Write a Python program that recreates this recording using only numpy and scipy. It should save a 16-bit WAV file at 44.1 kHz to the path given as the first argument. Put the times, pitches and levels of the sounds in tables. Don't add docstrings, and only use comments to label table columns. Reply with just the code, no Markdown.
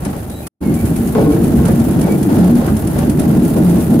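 import sys
import numpy as np
from scipy import signal
from scipy.fft import rfft, irfft, next_fast_len
from scipy.io import wavfile
from scipy.ndimage import uniform_filter1d, minimum_filter1d

SR = 44100
rng = np.random.default_rng(int(sys.argv[2]) if len(sys.argv) > 2 else 0)


def wrap_up_sound(samples):
    columns = np.atleast_2d(samples).T
    tamed = np.clip(columns, -1, 1)
    steps = np.round(tamed * 32767).astype(np.int16)
    wavfile.write(sys.argv[1], SR, steps)


N = 176400

# t/s, thud level/dB, knock level/dB
OPENING_FLOW = [(0.0, -27, -33), (0.068, -18.5, -27.5), (0.358, -24, -35), (0.47, -25, -36)]
POUR_FLOW = [(0.63, -13, -30), (0.73, -9.5, -30.5), (1.14, -12.5, -30), (1.15, -8.5, -20.5),
             (1.32, -8.5, -27.5), (1.86, -8.5, -27), (2.05, -9.5, -24.5), (2.19, -10, -29),
             (2.39, -7.5, -21.5), (2.56, -8, -25.5), (2.6, -9.5, -24.5), (2.86, -14, -30.5),
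             (3.01, -11, -23.5), (3.17, -10.5, -32.5), (3.2, -6, -23), (3.52, -9.5, -28.5),
             (3.56, -7, -26.5), (3.72, -12, -26.5), (3.78, -6.5, -25), (3.85, -11, -31), (4.0, -6, -23.5)]
# t/s, engine level/dB, rattle level/dB
MACHINE_LEVELS = [(0, -22.5, -36), (.47, -32, -37.5), (.62, -24, -38.5), (.8, -22, -31), (1.7, -17.5, -31),
                  (2.2, -22, -31.5), (2.8, -18, -32.5), (4, -22.5, -30)]
# f/Hz, relative density/dB
ENGINE_SPECTRUM = [(15, -34), (28, -21), (38, -13.5), (52, -7.5), (75, -6.5), (110, -5), (180, -11),
                   (400, -30), (1500, -35), (8000, -72.5)]
RATTLE_SPECTRUM = [(500, -7.5), (2000, -5), (4000, -12), (6000, -11), (7800, -8), (10000, 0.5), (11500, 1),
                   (13500, -6.5), (15700, -5)]
CLINK_SPECTRUM = [(500, -15), (2000, 0), (4000, -4.5), (6500, -1), (8000, 0), (10000, 8.5), (11200, 2),
                  (12500, -7), (15700, -22)]
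BANG_SPECTRUM = [(60, -16), (200, 8.5), (400, -0.5), (540, 5), (680, -1.5), (830, -3.5), (1100, -17),
                 (1500, -23), (2500, -38), (5000, -35), (12000, -67)]
CLATTER_SPECTRUM = [(300, -6), (800, 0), (1450, 0), (2200, -4), (4000, -8), (8000, -16), (15000, -28)]
KNOCK_SPECTRUM = [(150, -20.5), (400, 2.5), (520, -2), (600, -1.5), (760, -2), (1000, -13), (1500, -16),
                  (2200, -23.5), (3500, -26), (7000, -31), (14000, -80.5)]
THUD_SPECTRUM = [(40, -40.5), (100, -14), (125, -7), (150, -1), (178, 1.5), (203, 0.5), (225, 2.5),
                 (255, -3), (310, -4), (400, -11.5), (600, -26), (1500, -48), (5000, -90.5)]
# f/Hz, level/dB, t60/s
ROD_MODES = [(2273, -10, .25), (8032, -7, .4), (10858, -2, .22), (13243, -11, .3)]
WALL_MODES = [(431, 0, 1.0), (460, -3, .9), (520, -5, .4), (691, -9, .6), (813, -10, .4), (1082, -13, .4),
              (1465, -19, .5)]
# t/s, level/dB
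GRIT_HITS = [(.694, -28), (.795, -31), (2.789, -22), (3.478, -21)]
LINK_HITS = [(0.0472, -26.5), (0.2963, -33.5), (0.4666, -28), (0.738, -29), (0.8521, -29), (0.9593, -28),
             (1.07, -30.5), (1.21, -35), (1.319, -34), (1.438, -29), (1.652, -25), (1.6794, -29),
             (1.797, -30), (1.9067, -31), (2.01, -25), (2.119, -31), (2.2268, -26.5), (2.381, -31),
             (2.4425, -35), (2.551, -28.5), (2.6612, -33), (2.764, -28), (2.7936, -37), (2.8698, -27),
             (2.984, -25.5), (3.095, -26), (3.1932, -24), (3.4477, -30.5), (3.5616, -32), (3.693, -30),
             (3.803, -30)]
WALL_HITS = [(1.152, -11.5), (1.18, -14.5), (1.262, -19), (1.591, -22.5), (1.683, -18.5), (2.045, -16.5),
             (2.076, -22), (2.607, -22.5), (3.56, -17.5), (3.759, -26.5), (3.92, -17.5)]
# t/s, length/s, f/Hz, glide/(Hz/s), level/dB, overtone step/dB
CONVEYOR_SQUEAKS = [(.29, .15, 3830, 900, -43.5, -5), (.425, .05, 2400, 3500, -43, -15),
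                    (.63, .11, 2230, -1100, -39.5, -18), (.765, .07, 2270, 900, -38, -18),
                    (1.16, .07, 2270, 600, -37, -18), (1.3, .06, 2300, -500, -40, -18),
                    (2.035, .03, 2270, 0, -35, -18), (2.085, .08, 2290, 0, -33.5, -18)]
# t/s, length/s, f/Hz, level/dB
FLOOR_BOOMS = [(0.641, 0.25, 231.3, -14.5), (0.801, 0.065, 83.6, -16.5), (1.16, 0.07, 514, -18),
               (1.261, 0.12, 292.8, -18), (1.561, 0.083, 72, -13.5), (1.753, 0.11, 225.2, -6),
               (2.36, 0.16, 178.6, -5), (2.468, 0.15, 234.4, -3.5), (3.22, 0.1, 223.3, -12.5),
               (3.62, 0.15, 175.4, -7.5), (3.881, 0.33, 222.4, -9)]
# t/s, level/dB, spot f/Hz
FRAME_HITS = [(.051, -28, 1300), (.055, -22, 780), (.128, -33, 1250), (.466, -32, 1300), (.955, -36, 2300),
              (1.15, -14.5, 900), (1.268, -26, 850), (1.581, -29, 1250), (1.651, -25, 1400),
              (1.664, -22, 850), (1.681, -24, 1150), (1.691, -28.5, 1900), (2.045, -20, 750),
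              (2.381, -30, 1500), (2.655, -23, 800), (2.68, -22, 1330), (2.98, -32, 2000)]
# t/s, level/dB, f/Hz
HEAP_HITS = [(0.053, -6.5, 198), (0.659, 0, 216.3), (0.853, -6, 231), (1.146, -12, 199),
             (1.275, 5.5, 293.4), (1.54, 5.5, 232.5), (1.617, -7.5, 162), (1.73, -1.5, 176),
             (1.958, 5, 163), (2.042, 2.5, 165.6), (2.268, 2.5, 215), (2.717, 5, 216.4), (2.977, -5, 236),
             (3.377, 3, 170.4), (3.571, 0, 170), (3.786, -6, 168), (3.915, 2.5, 233)]
# f/Hz, left-right correlation
CORRELATION = [(60, .992), (130, .975), (290, .925), (640, .7), (1400, .2), (3000, 0), (15000, 0)]
# f/Hz, left minus right/dB
MIC_BALANCE = [(100, -1.5), (280, 1.3), (500, 0.5), (5000, -0.5), (11000, -1), (13000, 4), (15000, 2.5)]

TIME_S, HIT_TIME_S = np.arange(N) / SR, np.arange(SR // 2) / SR


def amp(db):
    return 10 ** (np.asarray(db) / 20)


def unit(x):
    return x / np.sqrt(np.mean(x ** 2) + 1e-20)


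def wander(shape, width):
    return unit(uniform_filter1d(rng.standard_normal(shape), size=width))


def read(points, hz):
    points_hz, value = np.transpose(points)
    return np.interp(np.log(hz + 1), np.log(points_hz + 1), value)


def level(rows, column):
    rows = np.array(rows)
    return amp(np.interp(TIME_S, rows[:, 0], rows[:, column]))


def add(mix, start_s, sound):
    part = mix[:, max(round(start_s * SR), 0):][:, :sound.shape[-1]]
    part += sound[..., :part.shape[1]]


def colour(x, spectrum):
    size = next_fast_len(N + 8192)
    bins = size // 2 + 1
    hz = abs(np.fft.fftfreq(size, 1 / SR))
    log_gain = np.log(unit(amp(read(spectrum, hz))))
    mid, side = rfft(x, size) * np.exp(np.conj(signal.hilbert(log_gain)))[:bins]
    correlation = np.clip(read(CORRELATION, hz[:bins]), -1, 1)
    mid *= np.sqrt((1 + correlation) / 2)
    side *= np.sqrt((1 - correlation) / 2)
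    return irfft(np.array([mid + side, mid - side]), size)[:, :N]


def burst(t60_s, rise_s, hold_s=0):
    attack = np.minimum(HIT_TIME_S / rise_s, 1)
    decay = amp(-60 * np.maximum(HIT_TIME_S - hold_s, 0) / t60_s)
    return rng.standard_normal((2, len(HIT_TIME_S))) * attack * decay


def ring(modes, scatter_db):
    out = np.zeros((2, len(HIT_TIME_S)))
    for hz, db, t60_s in modes:
        gain = amp(db + scatter_db * rng.standard_normal((2, 1)))
        phase = 2 * np.pi * (hz * HIT_TIME_S + rng.random((2, 1)))
        out += gain * amp(-60 * HIT_TIME_S / t60_s) * np.cos(phase)
    end_fade = np.minimum(10 * (1 - HIT_TIME_S / HIT_TIME_S[-1]), 1)
    return out * end_fade


def patter(rate_hz, spread_db, t60_s, rise_s, spots, uneven_db=0):
    out = np.zeros((2, N))
    for _ in range(spots):
        struck = rng.random(N) < rate_hz / spots / SR
        hits = struck * amp(spread_db * np.minimum(rng.exponential(1, N), 3))
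        spectrum = rfft(burst(t60_s, rise_s))
        spectrum *= amp(uneven_db * wander(spectrum.shape[1], width=300))
        response = irfft(spectrum)[:, :SR // 4]
        out += signal.oaconvolve(hits[None], response, axes=1)[:, :N]
    return unit(out)


def engine(firing_hz=37.8, hum_ratio=0.58, throb_depth=0.17, gain_db=-1):
    phase = 2 * np.pi * firing_hz * TIME_S
    puffs = rng.standard_normal((2, N)) * (1 + throb_depth * np.cos(phase))
    rumble = unit(colour(puffs, ENGINE_SPECTRUM))
    hum = hum_ratio * np.sin(2 * phase)
    return amp(gain_db) * level(MACHINE_LEVELS, column=1) * unit(rumble + hum)


def conveyor_squeaks(roughness=0.016):
    out = np.zeros((2, N))
    for start_s, length_s, hz, glide_hz_per_s, db, step_db in CONVEYOR_SQUEAKS:
        t = np.arange(0, length_s, 1 / SR)
        jitter = wander((2, SR), width=60)[:, :len(t)]
        pitch_hz = (hz + glide_hz_per_s * t) * (1 + roughness * jitter)
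        phase = 2 * np.pi * np.cumsum(pitch_hz, axis=1) / SR
        tone = sum(amp(step_db * k) * np.sin((k + 1) * phase) for k in range(3))
        add(out, start_s, amp(db) * np.sin(np.pi * t / length_s) ** 0.5 * tone)
    return out


def chain_grit(highpass_hz=11000):
    clicks = np.zeros((2, N))
    for start_s, db in GRIT_HITS:
        add(clicks, start_s, amp(db) * burst(t60_s=0.097, rise_s=0.003))
    return signal.lfilter(*signal.butter(2, highpass_hz, "highpass", fs=SR), clicks)


def chain_rattle(gain_db=-1):
    ticks = patter(rate_hz=900, spread_db=3.3, t60_s=0.05, rise_s=0.00024, spots=28, uneven_db=3.2)
    return amp(gain_db) * colour(ticks * level(MACHINE_LEVELS, column=2), RATTLE_SPECTRUM)


def chain_clinks(clink_db=-1, shake_db=-6, rod_db=-17):
    clinks, rods = np.zeros((2, 2, N))
    for start_s, db in LINK_HITS:
        strike = burst(t60_s=0.024, rise_s=0.003, hold_s=0.008)
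        shake = amp(shake_db) * burst(t60_s=0.2, rise_s=0.014)
        add(clinks, start_s, amp(db + clink_db) * (strike + shake))
        add(rods, start_s, amp(db + rod_db) * ring(ROD_MODES, scatter_db=3))
    return colour(clinks, CLINK_SPECTRUM) + rods


def trailer_wall(ring_db=-8.5, crossfeed=0.4):
    bangs, rings = np.zeros((2, 2, N))
    for start_s, db in WALL_HITS:
        add(bangs, start_s, amp(db) * burst(t60_s=0.37, rise_s=0.00032))
        wall = ring(WALL_MODES, scatter_db=5)
        add(rings, start_s, amp(db + ring_db) * (wall + crossfeed * wall[::-1]))
    return colour(bangs, BANG_SPECTRUM) + rings


def trailer_floor(waver=0.028):
    out = np.zeros((2, N))
    for start_s, length_s, hz, db in FLOOR_BOOMS:
        drift = wander(SR, width=300)[:int(length_s * SR)]
        phase = 2 * np.pi * np.cumsum(hz * (1 + waver * drift)) / SR
        add(out, start_s, amp(db) * np.hanning(len(drift)) ** 0.5 * np.sin(phase))
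    return out


def potato_clatter(spot_q=4, broadband_db=-15):
    cracks = np.zeros((2, N))
    for start_s, db, hz in FRAME_HITS:
        hit = burst(t60_s=0.14, rise_s=0.00037, hold_s=0.006)
        resonance = signal.lfilter(*signal.iirpeak(hz, spot_q, SR), hit)
        add(cracks, start_s, amp(db) * (amp(broadband_db) * hit + resonance))
    return colour(cracks, CLATTER_SPECTRUM)


def potato_knocks(flow):
    knocks = patter(rate_hz=520, spread_db=-0.5, t60_s=0.05, rise_s=0.00049, spots=10)
    return colour(knocks * level(flow, column=2), KNOCK_SPECTRUM)


def potato_thuds(flow, stream_db=-3, thump_db=-10, hollow_db=-3, hollow_t60_s=0.15, hollow_rise_s=0.004):
    thuds = patter(rate_hz=260, spread_db=1.5, t60_s=0.13, rise_s=0.0012, spots=10)
    thuds *= amp(stream_db) * level(flow, column=1)
    hollow = np.zeros((2, N))
    envelope = (1 - np.exp(-HIT_TIME_S / hollow_rise_s)) * amp(-60 * HIT_TIME_S / hollow_t60_s)
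    for start_s, db, hz in HEAP_HITS:
        add(thuds, start_s, amp(db + thump_db) * burst(t60_s=0.11, rise_s=0.002))
        add(hollow, start_s, amp(db + hollow_db) * envelope * np.sin(2 * np.pi * hz * HIT_TIME_S))
    return colour(thuds, THUD_SPECTRUM) + hollow


def scene():
    flow = list(OPENING_FLOW) + list(POUR_FLOW)
    rumble = engine()
    potatoes = potato_thuds(flow) + potato_knocks(flow) + potato_clatter()
    trailer = trailer_wall() + trailer_floor()
    conveyor = chain_grit() + chain_clinks() + conveyor_squeaks() + chain_rattle()
    return rumble + potatoes + trailer + conveyor


def pause(from_s=0.476, to_s=0.6048, fall_s=0.0069, rise_s=0.022, floor_db=-61):
    fade_out = np.clip(1 - (TIME_S - from_s) / fall_s, 0, 1)
    fade_in = np.clip((TIME_S - to_s) / rise_s, 0, 1)
    return np.maximum(fade_out + fade_in, amp(floor_db))


def record(dry, left_lead_s=0.00012, ceiling_db=-1, cutoff_hz=15650):
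    hz = np.fft.rfftfreq(2 * N, 1 / SR)
    left = amp(read(MIC_BALANCE, hz) / 2) * np.exp(1j * np.pi * hz * left_lead_s)
    mics = irfft(rfft(dry, 2 * N) * np.array([left, 1 / left]))[:, :N]
    peak_gain = np.minimum(amp(ceiling_db) / (abs(mics).max(0) + 1e-9), 1)
    limited = mics * uniform_filter1d(minimum_filter1d(peak_gain, size=500), size=400)
    lowpass = signal.firwin(511, cutoff_hz, window=("kaiser", 9), fs=SR)
    return signal.oaconvolve(limited * pause(), lowpass[None], "same", axes=1)


dry = scene()
out = record(dry)
wrap_up_sound(out)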